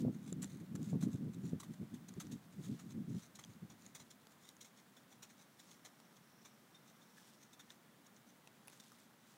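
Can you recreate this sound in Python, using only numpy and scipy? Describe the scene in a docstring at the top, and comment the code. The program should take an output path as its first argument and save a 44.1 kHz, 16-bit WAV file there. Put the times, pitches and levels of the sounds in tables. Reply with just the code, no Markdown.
"""Gusts buffet the microphone first; after about four seconds they leave a quiet outdoor hush and a far bird's trill.
In front, a horse moves away over a wet sand arena: hooves crunch into the grit, scuff out and flick small stones.
Wind, sand and hush are shaped noise; stones, shoes, bird and a faint tone are sines under envelopes.
The small camera adds a low hum of noise and a thin, very high whine, and limits the band at both ends."""
import sys
import numpy as np
from scipy import signal
from scipy.fft import rfft, irfft, next_fast_len
from scipy.io import wavfile
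from scipy.ndimage import uniform_filter1d, map_coordinates

SR = 44100
rng = np.random.default_rng(int(sys.argv[2]) if len(sys.argv) > 2 else 0)


def dump(signal):
    """Clip the signal to [-1, 1] and save it as 16-bit WAV at the path in sys.argv[1]."""
    limited = np.clip(np.atleast_2d(signal).T, -1, 1)
    pcm = np.round(limited * 32767).astype(np.int16)
    wavfile.write(sys.argv[1], SR, pcm)


N = 413216

# Levels in the tables stand before any trim in the functions. Spectra give shape only: they are scaled afterwards.

# Outdoor hush with its low hum: freq_hz, level_db (per Hz)
HUSH_SPECTRUM = [(25, -10), (60, -28), (92, -23), (125, -3.5), (220, 1), (305, -6), (420, -10.5),
                 (1360, -12.5), (2000, -15.5), (2600, -20.5), (3500, -20), (4800, -24.5), (7000, -25.5),
                 (14500, -26.5)]
# The camera's whine: pitch_hz, level_db
CAMERA_WHINE = [(14971, -87.5), (15030, -95)]
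TOP_HZ = 15800  # the camera passes nothing from here up

# Far bird's trill, swelling and fading: time_s, level_db
TRILL_LEVEL = [(5.2, -92), (5.6, -74), (6.25, -76), (6.42, -69), (6.6, -80), (7.15, -70.5), (7.5, -78),
               (7.9, -95)]
# Faint, sagging tone behind the wind
TONE_S, TONE_LENGTH_S, TONE_HZ, SAG_HZ_PER_S, TONE_DB = 1.63, 0.31, 630, 150, -75.5

# Breeze on the microphone, dying away: time_s, level_db
BREEZE_LEVEL = [(0, -40.5), (0.15, -53.5), (0.38, -47), (0.6, -55), (0.8, -46), (1.5, -49), (1.66, -57),
                (2.0, -59.5), (2.48, -63.5), (2.87, -55.5), (3.09, -49.5), (3.27, -71), (3.76, -67),
                (4.2, -82), (4.45, -76), (4.7, -89)]
FLUTTER_DB, FLUTTER_RATE = 4, 32  # depth of its flutter, random knots a second
# Gusts on top of the breeze: centre_s, level_db, length_s
GUST_SWELLS = [(0.068, -34.5, 0.056), (0.336, -45, 0.022), (0.757, -43, 0.025), (0.82, -42, 0.045),
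               (0.95, -32, 0.036), (1.034, -35, 0.033), (1.072, -34.5, 0.019), (1.148, -35.5, 0.015),
               (1.235, -43, 0.065), (1.447, -37, 0.015), (1.538, -41.5, 0.03), (1.705, -45.5, 0.025),
               (1.818, -41, 0.03), (1.96, -56, 0.071), (2.179, -42, 0.02), (2.25, -51.5, 0.02),
               (2.335, -44.5, 0.048), (2.598, -43, 0.023), (2.712, -41, 0.059), (2.98, -43.5, 0.06),
               (3.117, -40, 0.016), (3.16, -39.5, 0.034), (3.395, -58.5, 0.019), (3.5, -56, 0.032),
               (3.637, -47, 0.025), (3.87, -64, 0.046), (4.02, -63, 0.031)]
# Wind rumble, its brighter edge and its deep part: freq_hz, level_db (per Hz) in each
BUFFET_SPECTRUM = [(25, -39), (50, -37), (80, -17.5), (120, -4.5), (180, 3), (275, -6), (460, -25),
                   (700, -39.5), (1500, -75)]
EDGE_SPECTRUM = [(150, -33), (300, -3.5), (500, -18), (800, -23.5), (1500, -36), (3000, -70)]
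BASS_SPECTRUM = [(25, -2), (50, -11), (100, 3), (150, -3), (300, -30), (800, -60)]
# Sharpest eddies popping on the microphone: centre_s, peak_db, width_s (centre to either peak)
EDDY_POPS = [(0.051, -31, 0.00059), (0.083, -34, 0.0005), (0.3254, -37, 0.0007), (0.9315, -38.5, 0.00043),
             (1.5337, -32, 0.0007), (2.1779, -38, 0.00093)]

# Longer sprays of loose sand: centre_s, level_db, length_s
SAND_SPRAYS = [(0.01, -66.5, 0.034), (0.87, -72, 0.1), (2.72, -70.5, 0.16), (3.2, -70.5, 0.1),
               (5.68, -72, 0.18), (7.25, -72, 0.2), (8.86, -72.5, 0.32), (9.33, -75, 0.22)]
# Falling sand: freq_hz, level_db (per Hz)
SPRAY_SPECTRUM = [(1200, -18), (2200, -5), (2800, -4), (3500, -0.5), (4700, -3.5), (6300, -2), (7500, -3.5),
                  (9200, -6), (10500, -9.5), (14500, -14.5)]
# Thrown sand: level against the hoof's level_db, time constant of its rise, t60 of its patter; ever-present level
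PATTER_DB, FLIGHT_S, PATTER_T60_S, LOOSE_SAND_DB = -30, 0.031, 0.54, -81.5

# Shoes ringing faintly on gravel: start_s, level_db
SHOE_CLINKS = [(4.444, -58), (4.966, -61), (6.746, -56), (6.767, -61), (7.015, -59), (7.531, -61),
               (7.595, -56), (8.798, -58)]
SHOE_HZ = 3605  # middle of the shoes' scattered pitches
# Dull low knocks of hooves and stones: start_s, level_db, pitch_hz
LOW_KNOCKS = [(1.022, -57, 1390), (1.081, -61, 1300), (1.601, -56, 1130), (1.63, -56.5, 1130),
              (2.203, -55, 1400), (3.952, -60, 2010), (7.174, -57.5, 1710), (7.21, -62, 1100),
              (7.596, -61, 1700), (7.704, -63, 1710), (8.918, -63, 1200)]
# A low knock pitched at 1500 Hz: freq_hz, level_db (per Hz)
LOW_KNOCK_SPECTRUM = [(700, -25), (1200, -4), (1500, 1), (1850, -10), (3000, -23.5)]
# Flicked stones: start_s, knock_db, ring_db, pitch_hz
FLICKED_STONES = [(0.327, -51, -31, 7200), (0.429, -53, -31, 7870), (0.444, -47, -35.5, 7250),
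                  (0.83, -58, -45, 7050), (2.091, -54.5, -50, 6400), (2.139, -56.5, -50, 6900),
                  (2.269, -61, -49, 5940), (3.438, -63, -44, 6550), (3.44, -59, -41.5, 3350),
                  (3.448, -55, -43, 6100), (3.864, -61, -40.5, 6750), (4.27, -56, -53, 4650),
                  (4.567, -61, -49, 6520), (6.001, -56, -63, 5450), (7.704, -55, -41.5, 3620),
                  (8.474, -54.5, -48.5, 2660), (8.674, -57, -43, 10100), (8.681, -52.5, -39.5, 10700),
                  (8.682, -61, -47.5, 2550), (8.699, -56, -49, 10700), (8.919, -56, -53, 5600)]
# What a stone rings with: pitch_multiple, level_db
STONE_MODE_LEVELS = [(0.25, -23.5), (0.52, -13.5), (1, 1.5), (1.42, -8)]
# A stone's gritty knock: freq_hz, level_db (per Hz)
GRITTY_KNOCK_SPECTRUM = [(400, -4), (900, 1.5), (2000, -8.5), (7000, -5), (15000, -19)]

# Hooves dragging out of the sand: time_s, level_db, length_s
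HOOF_SCUFFS = [(0.142, -53, 0.035), (0.276, -48.5, 0.063), (0.511, -52.5, 0.09), (0.603, -54, 0.025),
               (0.851, -52, 0.076), (0.9, -49, 0.04), (1.134, -52.5, 0.053), (1.337, -52.5, 0.022),
               (1.451, -51, 0.062), (1.492, -52, 0.028), (1.733, -51, 0.019), (2.525, -54, 0.018),
               (2.646, -46.5, 0.051), (2.906, -50.5, 0.038), (3.096, -55, 0.027), (3.161, -53, 0.087),
               (3.233, -49.5, 0.05), (3.513, -56, 0.051), (3.848, -51.5, 0.079), (4.318, -54, 0.032),
               (4.447, -54, 0.086), (4.488, -51.5, 0.047), (4.782, -52.5, 0.03), (5.12, -51, 0.04),
               (5.41, -53.5, 0.051), (5.596, -49, 0.023), (5.71, -51, 0.061), (6.166, -54, 0.02),
               (6.881, -54.5, 0.042), (7.021, -56, 0.027), (7.43, -53.5, 0.045), (7.712, -51.5, 0.044),
               (8.06, -56.5, 0.022), (8.166, -56, 0.03), (8.291, -56.5, 0.04)]
# Hooves landing: time_s, level_db, crunch_db (against the grit), t60_s
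HOOF_LANDINGS = [(0.421, -39.5, -22, 0.076), (0.43, -39.5, -11.5, 0.092), (0.753, -43, -10.5, 0.035),
                 (1.01, -43.5, -16, 0.057), (1.024, -40, -16, 0.11), (1.601, -38.5, -32, 0.05),
                 (1.632, -47, -9, 0.099), (1.941, -48.5, -15, 0.076), (2.084, -46, -16, 0.06),
                 (2.2, -37.5, -20, 0.044), (2.206, -39, -16, 0.076), (2.316, -42, -17, 0.11),
                 (2.794, -44.5, -10, 0.1), (3.353, -44, -27, 0.07), (3.391, -42, -11.5, 0.08),
                 (3.7, -48.5, -15, 0.14), (3.95, -39.5, -16.5, 0.1), (3.999, -45, -12.5, 0.1),
                 (4.106, -45, -16, 0.06), (4.61, -41, -30, 0.092), (4.647, -46, -17, 0.12),
                 (4.966, -52, -12, 0.14), (5.227, -40.5, -13, 0.1), (5.3, -48.5, -13, 0.075),
                 (5.849, -41.5, -14, 0.11), (6.451, -46.5, -12, 0.13), (6.746, -54, -12, 0.08),
                 (7.531, -45.5, -16, 0.043), (7.595, -45, -15, 0.08), (8.726, -48.5, -11.5, 0.063),
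                 (8.798, -46, -17, 0.035)]
# Low hump of the grit: freq_hz, level_db (per Hz)
GRIT_LOW = [(1200, -32), (2200, -9), (2800, -13.5), (3400, -1), (4000, -1.5), (4900, -10.5)]
# Upper hump of the grit: centre_multiple, level_db (per Hz)
GRIT_HIGH = [(.9, 0.5), (1.08, 0.5), (1.26, -6.5), (1.47, -8), (1.68, -12.5), (1.95, -15), (2.4, -14)]
# Low crunch of packed sand: freq_hz, level_db (per Hz)
CRUNCH_SPECTRUM = [(150, -21), (350, -0.5), (700, 4), (1300, 0.5), (2100, 1.5), (2800, -5.5), (4500, -45)]
# The grit dulls with distance: limits of its centre near and far, time halfway, time constant of the change
GRIT_NEAR_HZ, GRIT_FAR_HZ, LEAVING_S, LEAVING_SPAN_S = 7150, 6100, 2.4, 2.3


def amp(db):
    """Decibels to gain."""
    return 10 ** (np.asarray(db) / 20)


def unit(x):
    """Scale to rms 1."""
    return x / np.sqrt(np.mean(x ** 2) + 1e-20)


def seconds(length):
    """Sample times in seconds for a number of samples."""
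    return np.arange(length) / SR


def curve(rows):
    """One value per sample from (time_s, value) rows."""
    return np.interp(seconds(N), *np.transpose(rows))


def wobble(rate, size=N):
    """A smooth random curve with rate knots a second."""
    knots = rng.standard_normal(int(size * rate / SR) + 4)
    return map_coordinates(knots, [np.arange(size) * rate / SR])


def colour(x, spectrum, shift=1):
    """Give x a spectrum, its frequencies multiplied by shift; rms 1."""
    size = next_fast_len(len(x) + 2048)
    hz, db = np.transpose(spectrum)
    log_hz = np.log(np.fft.rfftfreq(size, 1 / SR) + 1)
    gain = amp(np.interp(log_hz, np.log(hz * shift), db))
    return unit(irfft(rfft(x, size) * gain, size)[:len(x)])


def add(track, s, sound):
    """Mix a sound into the track from time s, cutting what falls outside."""
    start = round(s * SR)
    part = sound[max(-start, 0):max(N - start, 0)]
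    track[max(start, 0):][:len(part)] += part


def swells(rows):
    """Summed power of bell-shaped swells from (centre_s, level_db, length_s) rows."""
    t = seconds(N)
    power = np.zeros(N)
    for s, db, length in rows:
        power += amp(db) ** 2 * np.exp(-np.minimum((2 * (t - s) / length) ** 2, 50))
    return power


def background():
    """Steady hush with a low hum of noise, and the camera's whine as sines of slightly wandering phase."""
    t = seconds(N)
    drift_db = .25 * wobble(3)
    hush = amp(-66.5 + drift_db) * colour(rng.standard_normal(N), HUSH_SPECTRUM)
    whine = 0
    for hz, db in CAMERA_WHINE:
        whine += amp(db - 1.0) * np.sqrt(2) * np.sin(2 * np.pi * hz * t + 0.24 * wobble(6.8))
    return hush + whine


def bird():
    """A far trill: about thirty short falling chirps a second, blurred by the trees."""
    turn = np.cumsum(31.5 * (1 + .1 * wobble(11))) / SR % 1
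    chirp = np.clip(turn / .5, 0, 1)  # each chirp fills half of its turn
    hz = 6250 - 1300 * chirp
    level = amp(curve(TRILL_LEVEL) - 1.0 + 2 * wobble(20))
    song = level * np.sin(np.pi * chirp) * np.sin(2 * np.pi * np.cumsum(hz) / SR)
    t = seconds(SR // 3)
    trees = rng.standard_normal(len(t)) * amp(-60 * t / 0.47)  # decaying noise as the blur
    return song + signal.fftconvolve(song, trees / np.linalg.norm(trees))[:N]


def faint_tone():
    """A faint sine swells, sags a little in pitch and fades."""
    track, t = np.zeros(N), seconds(SR // 2)
    hz = (TONE_HZ - SAG_HZ_PER_S * t) * (1 + .014 * wobble(45, len(t)))
    swell = np.abs(np.sin(np.pi * np.clip(t / TONE_LENGTH_S, 0, 1))) ** .5
    add(track, TONE_S, amp(TONE_DB) * swell * np.sin(2 * np.pi * np.cumsum(hz) / SR))
    return track


def turbulence(spectrum, size=N):
    """Low noise evened out by its own power over some 30 ms, so that its strength holds nearly steady."""
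    x = colour(rng.standard_normal(size), spectrum)
    local_power = np.abs(uniform_filter1d(x ** 2, size=1400))
    return x / np.sqrt(local_power + 0.0011)


def wind():
    """A fluttering breeze and short gusts rumble on the microphone; the harder they blow, the brighter they get."""
    breeze = amp(curve(BREEZE_LEVEL) + 0.5 + FLUTTER_DB * wobble(FLUTTER_RATE))
    force = np.sqrt(breeze ** 2 + swells(GUST_SWELLS))
    edge = amp(-52.0) * (force / amp(-31.0)) ** 1.7
    bass = amp(-60) * (force / amp(-35.5)) ** 0.5  # even a light breeze keeps its deep part
    rumble = force * turbulence(BUFFET_SPECTRUM)
    return rumble + edge * turbulence(EDGE_SPECTRUM) + bass * turbulence(BASS_SPECTRUM)


def pops():
    """A tight eddy passing the microphone port is one quick swing of pressure."""
    track, t = np.zeros(N), np.arange(-SR // 100, SR // 100) / SR
    for s, db, width in EDDY_POPS:
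        swing = t / width * np.exp(.5 - .5 * (t / width) ** 2)
        add(track, s + t[0], amp(db) * swing)
    return track


def grains(size, spread_db):
    """Countless tiny impacts of very unequal strength: noise with a fast random level."""
    return rng.standard_normal(size) * amp(spread_db * wobble(2500, size))


def trickle():
    """Sand thrown by each hoof patters back to the ground, now and then in a longer spray."""
    power = amp(LOOSE_SAND_DB) ** 2 + swells(SAND_SPRAYS)
    t = seconds(SR)
    fall = (1 - np.exp(-t / FLIGHT_S)) * amp(-60 * t / PATTER_T60_S)
    for s, db, *_ in HOOF_LANDINGS:
        add(power, s, (amp(db + PATTER_DB) * fall) ** 2)
    unevenness = amp(2.4 * wobble(35))
    return np.sqrt(power) * unevenness * colour(grains(N, spread_db=4.5), SPRAY_SPECTRUM)


def clinks():
    """A shoe grazing a pebble rings briefly in a close pair of modes."""
    track, t = np.zeros(N), seconds(SR // 8)
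    envelope = amp(-60 * t / 0.089) * (1 - np.exp(-t / 0.0014))
    for s, db in SHOE_CLINKS:
        hz = SHOE_HZ * (1 + 0.013 * rng.standard_normal())
        upper_hz = hz * rng.uniform(1.0, 1.05)
        ring = np.sin(2 * np.pi * hz * t) + amp(-6) * np.sin(2 * np.pi * upper_hz * t)
        add(track, s, amp(db - 4.5) * ring * envelope)
    return track


def low_knocks():
    """A hoof or a stone gives a short, dull knock: a decaying band of noise."""
    track, t = np.zeros(N), seconds(SR // 8)
    envelope = amp(-60 * t / 0.074) * (1 - np.exp(-t / 0.00058))
    for s, db, hz in LOW_KNOCKS:
        knock = colour(rng.standard_normal(len(t)), LOW_KNOCK_SPECTRUM, hz / 1500)
        add(track, s, amp(db) * knock * envelope)
    return track


def stones():
    """A flicked stone clicks with four short modes, the high ones dying first, and a gritty knock."""
    track, t = np.zeros(N), seconds(SR // 30)
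    for s, knock_db, ring_db, pitch_hz in FLICKED_STONES:
        ring = 0
        for multiple, level_db in STONE_MODE_LEVELS:
            hz = pitch_hz * multiple
            t60 = 0.0062 * (6000 / hz) ** 0.49
            phase = rng.uniform(0, 2 * np.pi)
            ring += amp(level_db - 60 * t / t60) * np.sin(2 * np.pi * hz * t + phase)
        click = ring * (1 - np.exp(-t / 0.00038))
        knock = colour(rng.standard_normal(len(t)), GRITTY_KNOCK_SPECTRUM) * amp(-60 * t / 0.015)
        add(track, s, amp(ring_db) * click + amp(knock_db) * knock)
    return track


def grit_centre(s):
    """Centre of the grit in Hz at time s: it sinks as the horse leaves."""
    nearness = .5 * (1 - np.tanh((s - LEAVING_S) / LEAVING_SPAN_S))
    return GRIT_FAR_HZ + (GRIT_NEAR_HZ - GRIT_FAR_HZ) * nearness


def sand(size, grit_hz, spread_db):
    """Grinding sand of rms 1: a fixed low hump and an upper one placed by grit_hz."""
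    floor_hz = GRIT_LOW[-1][0] + 1  # the upper hump stays above the low one
    top = [(max(grit_hz * multiple, floor_hz), db) for multiple, db in GRIT_HIGH]
    return colour(grains(size, spread_db), GRIT_LOW + top)


def off_ground(x, depth):
    """Add a copy that bounced off the ground a split second later: every step gets its own notches."""
    size = next_fast_len(len(x) + 256)
    delay_s = rng.uniform(0.000398, 0.001097)
    comb = 1 + depth * np.exp(-2j * np.pi * np.fft.rfftfreq(size, 1 / SR) * delay_s)
    return unit(irfft(rfft(x, size) * comb, size)[:len(x)])


def scuffs():
    """A dragging hoof throws sand: clumps of grains swell and fade."""
    track, t = np.zeros(N), seconds(SR // 4) - .1
    for s, db, length in HOOF_SCUFFS:
        clumps = amp(2.93 * wobble(192.2, len(t)))
        stroke = np.exp(-np.abs(2 * t / length) ** 1.2) * clumps
        grit = sand(len(t), grit_centre(s), spread_db=5)
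        crunch = colour(grains(len(t), spread_db=1.0), CRUNCH_SPECTRUM)
        texture = off_ground(grit + amp(-7) * crunch, depth=0.44)
        add(track, s - .095, amp(db - 13) * stroke * texture)
    return track


def hooves():
    """A hoof packs the sand: a quick, clumpy burst of grit over a lower crunch, dying as the weight settles."""
    track, t = np.zeros(N), seconds(SR // 4)
    for s, db, crunch_db, t60 in HOOF_LANDINGS:
        attack = np.clip(t / 0.0088, 0, 1) ** 2
        settling = amp(-60 * np.maximum(t - .013, 0) / t60)
        press = attack * settling * amp(1.45 * wobble(300, len(t)))
        grit = sand(len(t), grit_centre(s), spread_db=3.5)
        crunch = colour(grains(len(t), spread_db=3.5), CRUNCH_SPECTRUM)
        texture = off_ground(grit + amp(crunch_db + 8.0) * crunch, depth=0.37)
        add(track, s - .007, amp(db - 13.0) * press * texture)
    return track


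def scene():
    """Background, bird, wind and horse at one microphone."""
    surroundings = background() + bird() + faint_tone() + wind() + pops()
    horse = trickle() + clinks() + low_knocks() + stones() + scuffs() + hooves()
    return (surroundings + horse)[None]


def record(dry, low_cut_hz=80):
    """The camera thins out the deep bass and keeps nothing above its band limit."""
    size = next_fast_len(N + SR // 2)
    hz = np.fft.rfftfreq(size, 1 / SR)
    low_cut = hz ** 2 / np.hypot(hz ** 2, low_cut_hz ** 2)
    return irfft(rfft(dry, size) * low_cut * (hz < TOP_HZ), size)[..., :N]


dry = scene()
out = record(dry)
dump(out)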